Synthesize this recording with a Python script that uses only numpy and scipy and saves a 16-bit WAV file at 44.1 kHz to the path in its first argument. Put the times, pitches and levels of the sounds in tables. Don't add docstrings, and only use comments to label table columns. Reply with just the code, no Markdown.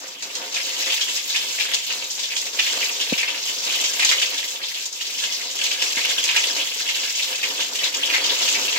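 import sys
import numpy as np
from scipy import signal
from scipy.fft import rfft, irfft
from scipy.io import wavfile
from scipy.ndimage import uniform_filter1d

SR = 44100
rng = np.random.default_rng(int(sys.argv[2]) if len(sys.argv) > 2 else 0)


def dump_mix(stems):
    frames = np.atleast_2d(stems).T
    limited = np.clip(frames, -1, 1)
    pcm = np.round(limited * 32767).astype(np.int16)
    wavfile.write(sys.argv[1], SR, pcm)


N = 387198
TIME = np.arange(N) / SR
FFT_SIZE = 2 ** 14
BINS_HZ = np.maximum(np.arange(FFT_SIZE // 2 + 1) * SR / FFT_SIZE, 1)
MIC_LAG_SAMPLES = 20


# f/Hz, relative density/dB
SPRAY_SPECTRUM = [(80, -52), (700, -37), (1500, -20.5), (2500, -6.5), (3600, 0.5), (5000, 1.5), (7300, 0.5),
                  (8100, -8), (9000, -17), (10600, -19.5), (11600, -12), (13500, -15), (16000, -19)]
# f/Hz, relative density/dB
MIST_SPECTRUM = [(1000, -50), (6000, -4), (8000, -7), (9200, -17), (10600, 2), (11700, 5), (13500, 2),
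                 (16000, 0)]


def spray(level_db, mist_db=-52.5, mist_follows=0.94):
    ticks = showers(level_db - 2.0 + 0.39 * drift(70), SPRAY_SPECTRUM, low_hz=3200, high_hz=12100,
                    per_s=1100, spread_db=4.0, gust_db=4.0, gust_rate_hz=70,
                    tint_db=12.0, direct_db=-6.0, count=6)
    droplets = drops(per_s=1800, spread_db=2.5)
    mist_level_db = mist_db + mist_follows * (level_db - level_db.mean()) + 2.0 * drift(30)
    mist = droplets * from_db(mist_level_db)
    return ticks + stall(mist, colour(MIST_SPECTRUM), direct_db=-4.0, lag=MIC_LAG_SAMPLES)


# f/Hz, relative density/dB
SPLASH_SPECTRUM = [(80, -78), (400, -20), (900, -15.5), (1300, -13.5), (1700, -3.5), (2100, -1.5),
                   (2600, 5.5), (3200, 7), (4000, -6), (6000, -20), (9000, -17.5), (16000, -26.5)]


def run_off(level_db):
    slaps = showers(level_db - 5.5 + 1.78 * drift(60), SPLASH_SPECTRUM, low_hz=1606, high_hz=4000,
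                    per_s=450, spread_db=4.5, gust_db=5.0, gust_rate_hz=60,
                    tint_db=18.0, direct_db=-4.0, count=5)
    impacts = drops(per_s=240, spread_db=2.0)
    plinks = from_db(level_db - 13.0) * bubbles(impacts, low_hz=2031, high_hz=5607, cycles=100, count=34)
    return slaps + stall(plinks, colour(SPRAY_SPECTRUM), direct_db=0.0, lag=-MIC_LAG_SAMPLES)


# start t/s, length/s, run-off level/dB
GUSHES = [(0.548, 0.18, -29), (0.78, 0.19, -26), (1.103, 0.066, -32), (1.324, 0.19, -27.5),
          (1.58, 0.34, -30.5), (2.233, 0.17, -44), (2.588, 0.31, -25), (2.99, 0.39, -27.5),
          (3.66, 0.2, -25), (4.0, 0.29, -27.5), (4.298, 0.093, -30), (5.199, 0.15, -30.5),
          (5.588, 0.28, -26.5), (5.946, 0.66, -25), (6.787, 0.53, -29.5), (7.4, 0.059, -29.5),
          (7.573, 0.046, -25.5), (7.771, 0.12, -29.5), (8.007, 0.87, -27)]
GUSH_ATTACK_S, GUSH_RELEASE_S = 0.019, 0.036


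def gushes():
    gain = np.zeros(N)
    for start, length, db in GUSHES:
        swell = np.clip((TIME - start) / GUSH_ATTACK_S + .5, 0, 1)
        drain = np.exp(-np.maximum(TIME - start - length, 0) / GUSH_RELEASE_S)
        gain = np.maximum(gain, from_db(db) * swell * drain)
    return gain


# f/Hz, relative density/dB
SLAP_SPECTRUM = [(60, -47), (400, -9.5), (900, 0), (1300, -1.5), (2000, 1), (3500, 1.5), (5000, 1.5),
                 (9000, -24), (16000, -11)]
CLUMP_RISE_S, CLUMP_LEAD_S, CLUMP_FALL_S = .002, .003, .019
SMACK_SLAP_DB, SMACK_SPATTER_DB = 4.5, 10.0


def clumps(rows, slap_db=-4.0, spatter_db=-3.0, cavity_width_hz=600, spatter_width_hz=6000,
           stray_db=-15, stray_s=0.0054, count=4):
    slaps, spatters = np.zeros((2, count, N + SR))
    before = SR // 40
    t = (np.arange(SR // 6) - before) / SR
    age = t + CLUMP_LEAD_S
    rise = (1 + np.tanh(age / CLUMP_RISE_S)) / 2
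    shape = rise * np.exp(-np.maximum(age, 0) / CLUMP_FALL_S)
    shape += from_db(stray_db) * np.exp(-np.abs(age) / stray_s)
    mean_gain = np.sqrt(np.mean(shape ** 2))
    for k, (s, low_db, high_db, hz) in enumerate(rows):
        start = int(s * SR) - before
        spot, span = k % count, slice(start, start + len(t))
        smack_gain = np.hypot(from_db(low_db + SMACK_SLAP_DB), from_db(high_db + SMACK_SPATTER_DB))
        smack = smack_gain * (t == 0)
        trapped = drops(per_s=3000, spread_db=2.0, size=len(t)) * shape
        cavity = resonate(trapped, hz, cavity_width_hz)
        flung = drops(per_s=3500, spread_db=5.5, size=len(t)) * shape
        scatter = resonate(flung, rng.uniform(5300, 6100), spatter_width_hz)
        slaps[spot, span] += from_db(low_db + slap_db) * mean_gain * rms_one(cavity) + smack
        spatters[spot, span] += from_db(high_db + spatter_db) * mean_gain * rms_one(scatter) + smack
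    dull, bright = colour(SLAP_SPECTRUM), colour(SPRAY_SPECTRUM)
    lags = MIC_LAG_SAMPLES * (-1) ** np.arange(count)
    return sum(stall(slap, dull, direct_db=0.0, lag=lag) + stall(spatter, bright, direct_db=-2.5, lag=lag)
               for slap, spatter, lag in zip(slaps, spatters, lags))


SMALL_LOW_HZ, SMALL_HIGH_HZ = 2090, 3930
SMALL_SLAP_DB, SMALL_SPATTER_DB = -1.5, -4.5
SMALL_SPREAD_DB = 3.5


def small_clumps(run_off_db, spray_db):
    count = 4 * N // SR
    when, slap, spatter, pitch = rng.random((count, 4)).T
    s = np.interp((np.arange(count) + when) / count, [0, 1], [GUSHES[0][0], TIME[-1]])
    slap_db = np.interp(s, TIME, run_off_db) + SMALL_SLAP_DB + SMALL_SPREAD_DB * (1 - 2 * slap)
    spatter_db = np.interp(s, TIME, spray_db) + SMALL_SPATTER_DB + SMALL_SPREAD_DB * (1 - 2 * spatter)
    pitch_hz = SMALL_LOW_HZ * (SMALL_HIGH_HZ / SMALL_LOW_HZ) ** pitch
    return list(zip(s, slap_db, spatter_db, pitch_hz))


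# f/Hz, relative density/dB
DRUMMING_SPECTRUM = [(25, -31), (60, -35), (90, -19.5), (125, -20.5), (180, -15.5), (270, 3), (370, 2),
                     (520, 6), (800, -0.5), (1000, 4), (1500, 4), (2500, -0.5), (6000, -27)]


def drumming(level_db):
    return showers(level_db - 2.0, DRUMMING_SPECTRUM, low_hz=161, high_hz=1200, per_s=400, spread_db=4.0,
                   gust_db=4.0, gust_rate_hz=22, tint_db=-2, direct_db=-7.0, count=4, size=28)


# t/s, click level/dB, right-microphone lag/s
BUMPS = [(3.1240, -8.5, -.0004), (3.1274, -9.5, .0006), (5.969, -29, -.0004), (5.9717, -26, .0007)]
# f/Hz, level/dB, T60/s
BUMP_MODES = [(260, 0, .010), (520, -.5, .006)]


def bumps():
    clicks = np.zeros((2, N))
    for s, db, lag_s in BUMPS:
        clicks[[0, 1], [int(s * SR), int((s + lag_s) * SR)]] = from_db(db)
    knock = sum(from_db(db) * ring(clicks, hz, t60_s) for hz, db, t60_s in BUMP_MODES)
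    return signal.sosfilt(signal.butter(4, [125, 850], "band", fs=SR, output="sos"), knock)


# t/s, level/dB
RUMBLE_LEVEL = [(0, -70), (2.0, -67), (4.9, -70), (6.0, -69), (8.5, -62.5), (8.62, -50.5), (8.78, -67)]
# f/Hz, relative density/dB
RUMBLE_SPECTRUM = [(25, -12), (60, -18), (95, -6.5), (125, -16.5), (178, 4.5), (260, -5), (500, -5),
                   (2000, -48)]


def rumble():
    gain = from_db(np.interp(TIME, *np.transpose(RUMBLE_LEVEL)))
    return stall(gain * rng.standard_normal(N), colour(RUMBLE_SPECTRUM), direct_db=-2.0, lag=0, size=12)


def showers(level_db, spectrum, low_hz, high_hz, per_s, spread_db, gust_db, gust_rate_hz,
            tint_db, direct_db, count, size=200):
    pitches = np.geomspace(low_hz, high_hz, count)
    octaves_apart = np.log2(high_hz / low_hz) / count
    distance = np.log2(BINS_HZ / pitches[:, None]) / octaves_apart
    tints = from_db(tint_db * np.exp(-.5 * distance ** 2))
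    tints = tints / np.sqrt(np.sum(tints ** 2, axis=0)) * colour(spectrum)
    out, gain = 0, from_db(level_db)
    for k, tint in enumerate(tints):
        hits = rms_one(drops(per_s, spread_db) * from_db(gust_db * drift(gust_rate_hz)))
        lag = (MIC_LAG_SAMPLES - k // 2) * (-1) ** (k + 1)
        out = out + stall(hits * gain, tint, direct_db, lag=lag, size=size)
    return out


def drops(per_s, spread_db, size=N):
    sizes = from_db(spread_db * np.minimum(rng.exponential(1, size), 4)) * rng.choice([-1, 1], size)
    return rms_one(sizes * (rng.random(size) < per_s / SR))


def bubbles(clicks, low_hz, high_hz, cycles, count):
    dealt = rng.integers(0, count, N)
    pitches = np.geomspace(low_hz, high_hz, count)
    return rms_one(sum(ring(clicks * (dealt == k), hz, cycles / hz) for k, hz in enumerate(pitches)))


def ring(clicks, hz, t60_s):
    r, w = from_db(-60 / (t60_s * SR)), 2 * np.pi * hz / SR
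    return signal.lfilter([0, np.sin(w)], [1, -2 * r * np.cos(w), r * r], clicks + 1e-18)


def resonate(x, hz, width_hz):
    r = np.exp(-np.pi * width_hz / SR)
    return signal.lfilter([1, 0, -1], [1, -2 * r * np.cos(2 * np.pi * hz / SR), r * r], x)


# f/Hz, width/Hz, lift/dB
STALL_MODES = [(188, 13, 7), (285, 25, 3.5), (413.6, 34, 5.5), (518.6, 41, 6.5), (710.7, 53, 8),
               (930, 130, 8), (1208, 35, 6), (2120, 67, 3.5), (3510, 52, 2)]


def colour(spectrum):
    lift_db = sum(db / (1 + (2 * (BINS_HZ - hz) / width) ** 2) for hz, width, db in STALL_MODES)
    level_db = over_bins(spectrum) + lift_db
    cepstrum = irfft(np.log(rms_one(from_db(level_db))), FFT_SIZE)
    cepstrum[1:FFT_SIZE // 2] *= 2
    cepstrum[FFT_SIZE // 2 + 1:] = 0
    return np.exp(rfft(cepstrum))


# f/Hz, correlation/1
LIKENESS = [(60, 1), (250, 0.94), (520, 0.9), (770, 0.2), (1170, -0.43), (1800, 0.18), (3000, -0.077),
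            (16000, 0.0037)]
STALL_T60_S = 0.21


def stall(x, tint, direct_db, lag, early_s=0.0043, early_db=8.5, size=200):
    t = TIME[:FFT_SIZE]
    decay = from_db(-60 * t / STALL_T60_S)
    near_tiles = 1 + from_db(early_db) * np.exp(-t / early_s)
    echoes = rng.standard_normal((2, FFT_SIZE)) * decay * near_tiles
    echoes /= np.sqrt(np.sum(echoes ** 2, axis=1, keepdims=True))
    echoes[[0, 1], [max(-lag, 0), max(lag, 0)]] += from_db(direct_db)
    response = rfft(echoes)
    mid, side = response[0] + response[1], response[0] - response[1]
    mid, side = (h / np.sqrt(uniform_filter1d(np.abs(h) ** 2, size=size)) for h in (mid, side))
    alike = np.clip(over_bins(LIKENESS), -1, 1)
    ears = np.sqrt(1 + alike) * mid + np.sqrt(1 - alike) * side * [[1], [-1]]
    lead = 1024
    response = np.roll(irfft(tint * ears), lead, axis=1)
    response = response * signal.get_window(("tukey", lead / FFT_SIZE), FFT_SIZE)
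    return signal.oaconvolve(x[None], response, axes=1)[:, lead:lead + N]


def from_db(db):
    return 10 ** (np.asarray(db) / 20)


def rms_one(x):
    return x / np.sqrt(np.mean(x ** 2) + 1e-20)


def over_bins(points):
    hz, value = np.transpose(points)
    return np.interp(np.log(BINS_HZ), np.log(hz), value)


def drift(rate_hz):
    knots = np.tanh(.6 * rng.standard_normal(int(9 * rate_hz) + 2))
    return rms_one(np.interp(TIME * rate_hz, np.arange(len(knots)), knots))


def hump(middle_s, length_s):
    return np.exp(-(2 * (TIME - middle_s) / length_s) ** 2)


# t/s, spray level/dB, drumming level/dB
FLOW = [(0.0, -35, -40), (0.18, -39.5, -49.5), (0.26, -35, -42), (0.98, -26, -43), (2.16, -30.5, -44.5),
        (2.76, -26.5, -40.0), (3.36, -33.5, -43.5), (3.46, -27, -40), (4.14, -24.5, -40.5),
        (4.34, -28, -43.5), (4.98, -31.5, -48), (5.24, -27.5, -44), (5.52, -31.5, -44.5),
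        (5.66, -28.5, -43.5), (6.44, -27, -40), (6.74, -28, -43), (6.96, -27, -43), (8.18, -29, -39),
        (8.38, -23.5, -37), (8.76, -28, -37.5)]
# middle t/s, length/s, lift/dB
POURS = [(0.42, 0.048, 9), (4.04, 0.092, 3), (5.253, .07, 6.5), (7.513, .1, 7.5), (8.586, 0.079, 5)]
# middle t/s, length/s, run-off drop/dB, spray drop/dB (negative lifts)
LULLS = [(1.244, 0.12, 5, 1.5), (1.678, .05, 0, 9), (2.1, 0.11, 7, 1), (2.51, 0.065, 14, 5),
         (3.59, 0.052, 7, 0), (3.955, .06, 2.5, 1), (4.613, .05, -2, 12), (4.912, 0.088, 17, 5),
         (6.73, 0.092, 2, -2.5), (7.716, .06, 10, 1.5)]
# t/s, slap level/dB, spatter level/dB, slap pitch f/Hz
CLUMPS = [(0.2262, -34.5, -28, 2700), (0.355, -33, -26.5, 3140), (0.5468, -29, -26, 3600),
          (0.5657, -25, -42, 2400), (0.9018, -22.5, -39, 3080), (0.9253, -22, -39, 2980),
          (1.0116, -22, -25, 3300), (1.3024, -26, -40, 3740), (1.364, -22, -25, 3150),
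          (1.602, -20.5, -34, 2690), (1.6571, -27, -42, 3200), (1.74, -20.5, -20, 3280),
          (1.9067, -24, -45, 2880), (2.1107, -48, -26.5, 4000), (2.1944, -32.5, -28, 3460),
          (2.2378, -26, -31, 3500), (2.3667, -25, -24, 3080), (2.4543, -37, -36, 3590),
          (2.5361, -48, -30.5, 3650), (2.593, -17, -27, 2660), (2.6653, -24, -28, 2600),
          (2.8307, -24, -40, 2340), (3.0127, -23, -27, 3200), (3.1824, -25.5, -24.5, 2440),
          (3.2317, -22, -43, 2290), (3.282, -23, -47, 2600), (3.8412, -23, -24, 3060),
          (3.9973, -20.5, -29, 2550), (4.0265, -18.5, -28, 2380), (4.0496, -23, -16, 3000),
          (4.0925, -17, -22, 3330), (4.1161, -19, -22, 2120), (4.2211, -19.5, -25, 2900),
          (4.6349, -26, -35, 3380), (4.8598, -50, -26, 3530), (4.9287, -48, -29.5, 3910),
          (5.01, -27, -33, 3160), (5.1889, -28.5, -29, 3300), (5.2363, -24, -34, 3060),
          (5.5563, -37, -28, 3030), (5.6417, -24.5, -22.5, 3200), (5.7138, -23.5, -28, 2860),
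          (5.8222, -23.5, -20.5, 2660), (5.9738, -24.5, -31, 2080), (6.0931, -22, -28, 3300),
          (6.2427, -33, -22.5, 3170), (6.2926, -18.5, -36, 2520), (6.3652, -15.5, -22, 2560),
          (6.8901, -22.5, -31, 2700), (6.951, -26.5, -35, 3000), (7.435, -20.5, -30, 2540),
          (7.606, -24, -26, 2950), (7.7523, -28.5, -29, 2800), (7.8411, -20.5, -26, 3730),
          (7.9437, -25.5, -24.5, 2840), (8.1006, -21.5, -44, 2600), (8.1397, -18.5, -44, 2120),
          (8.1648, -20.5, -44, 2300), (8.243, -22.5, -27, 3170), (8.297, -19, -32, 3280),
          (8.4203, -22, -23, 3360), (8.4906, -31, -23.5, 3460), (8.76, -25, -36, 2120)]
TRICKLE_DB = -3
GUSH_LIFTS_SPRAY, GUSH_LIFTS_DRUMMING = 0.15, 0.16


def scene():
    s, *columns = np.transpose(FLOW)
    spray_db, drum_db = (np.interp(TIME, s, column) for column in columns)
    drum_db = drum_db + sum(db * hump(middle, length) for middle, length, db in POURS)
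    run_off_db = 20 * np.log10(np.hypot(from_db(spray_db + TRICKLE_DB), gushes()))
    for middle, length, run_off_drop_db, spray_drop_db in LULLS:
        dip = hump(middle, length)
        run_off_db = run_off_db - run_off_drop_db * dip
        spray_db = spray_db - spray_drop_db * dip
    surge_db = run_off_db - spray_db - np.mean(run_off_db - spray_db)
    water = spray(spray_db + GUSH_LIFTS_SPRAY * surge_db)
    water = water + run_off(run_off_db)
    water = water + drumming(drum_db + GUSH_LIFTS_DRUMMING * surge_db)
    return water + bumps() + rumble() + clumps(list(CLUMPS) + small_clumps(run_off_db, spray_db))


PEAK_LIMIT, CUTOFF_HZ = .9, 15800


def record(dry):
    rounded = dry / (1 + (dry / PEAK_LIMIT) ** 8) ** (1 / 8)
    return signal.sosfilt(signal.ellip(12, .1, 80, CUTOFF_HZ, fs=SR, output="sos"), rounded)


dry = scene()
out = record(dry)
dump_mix(out)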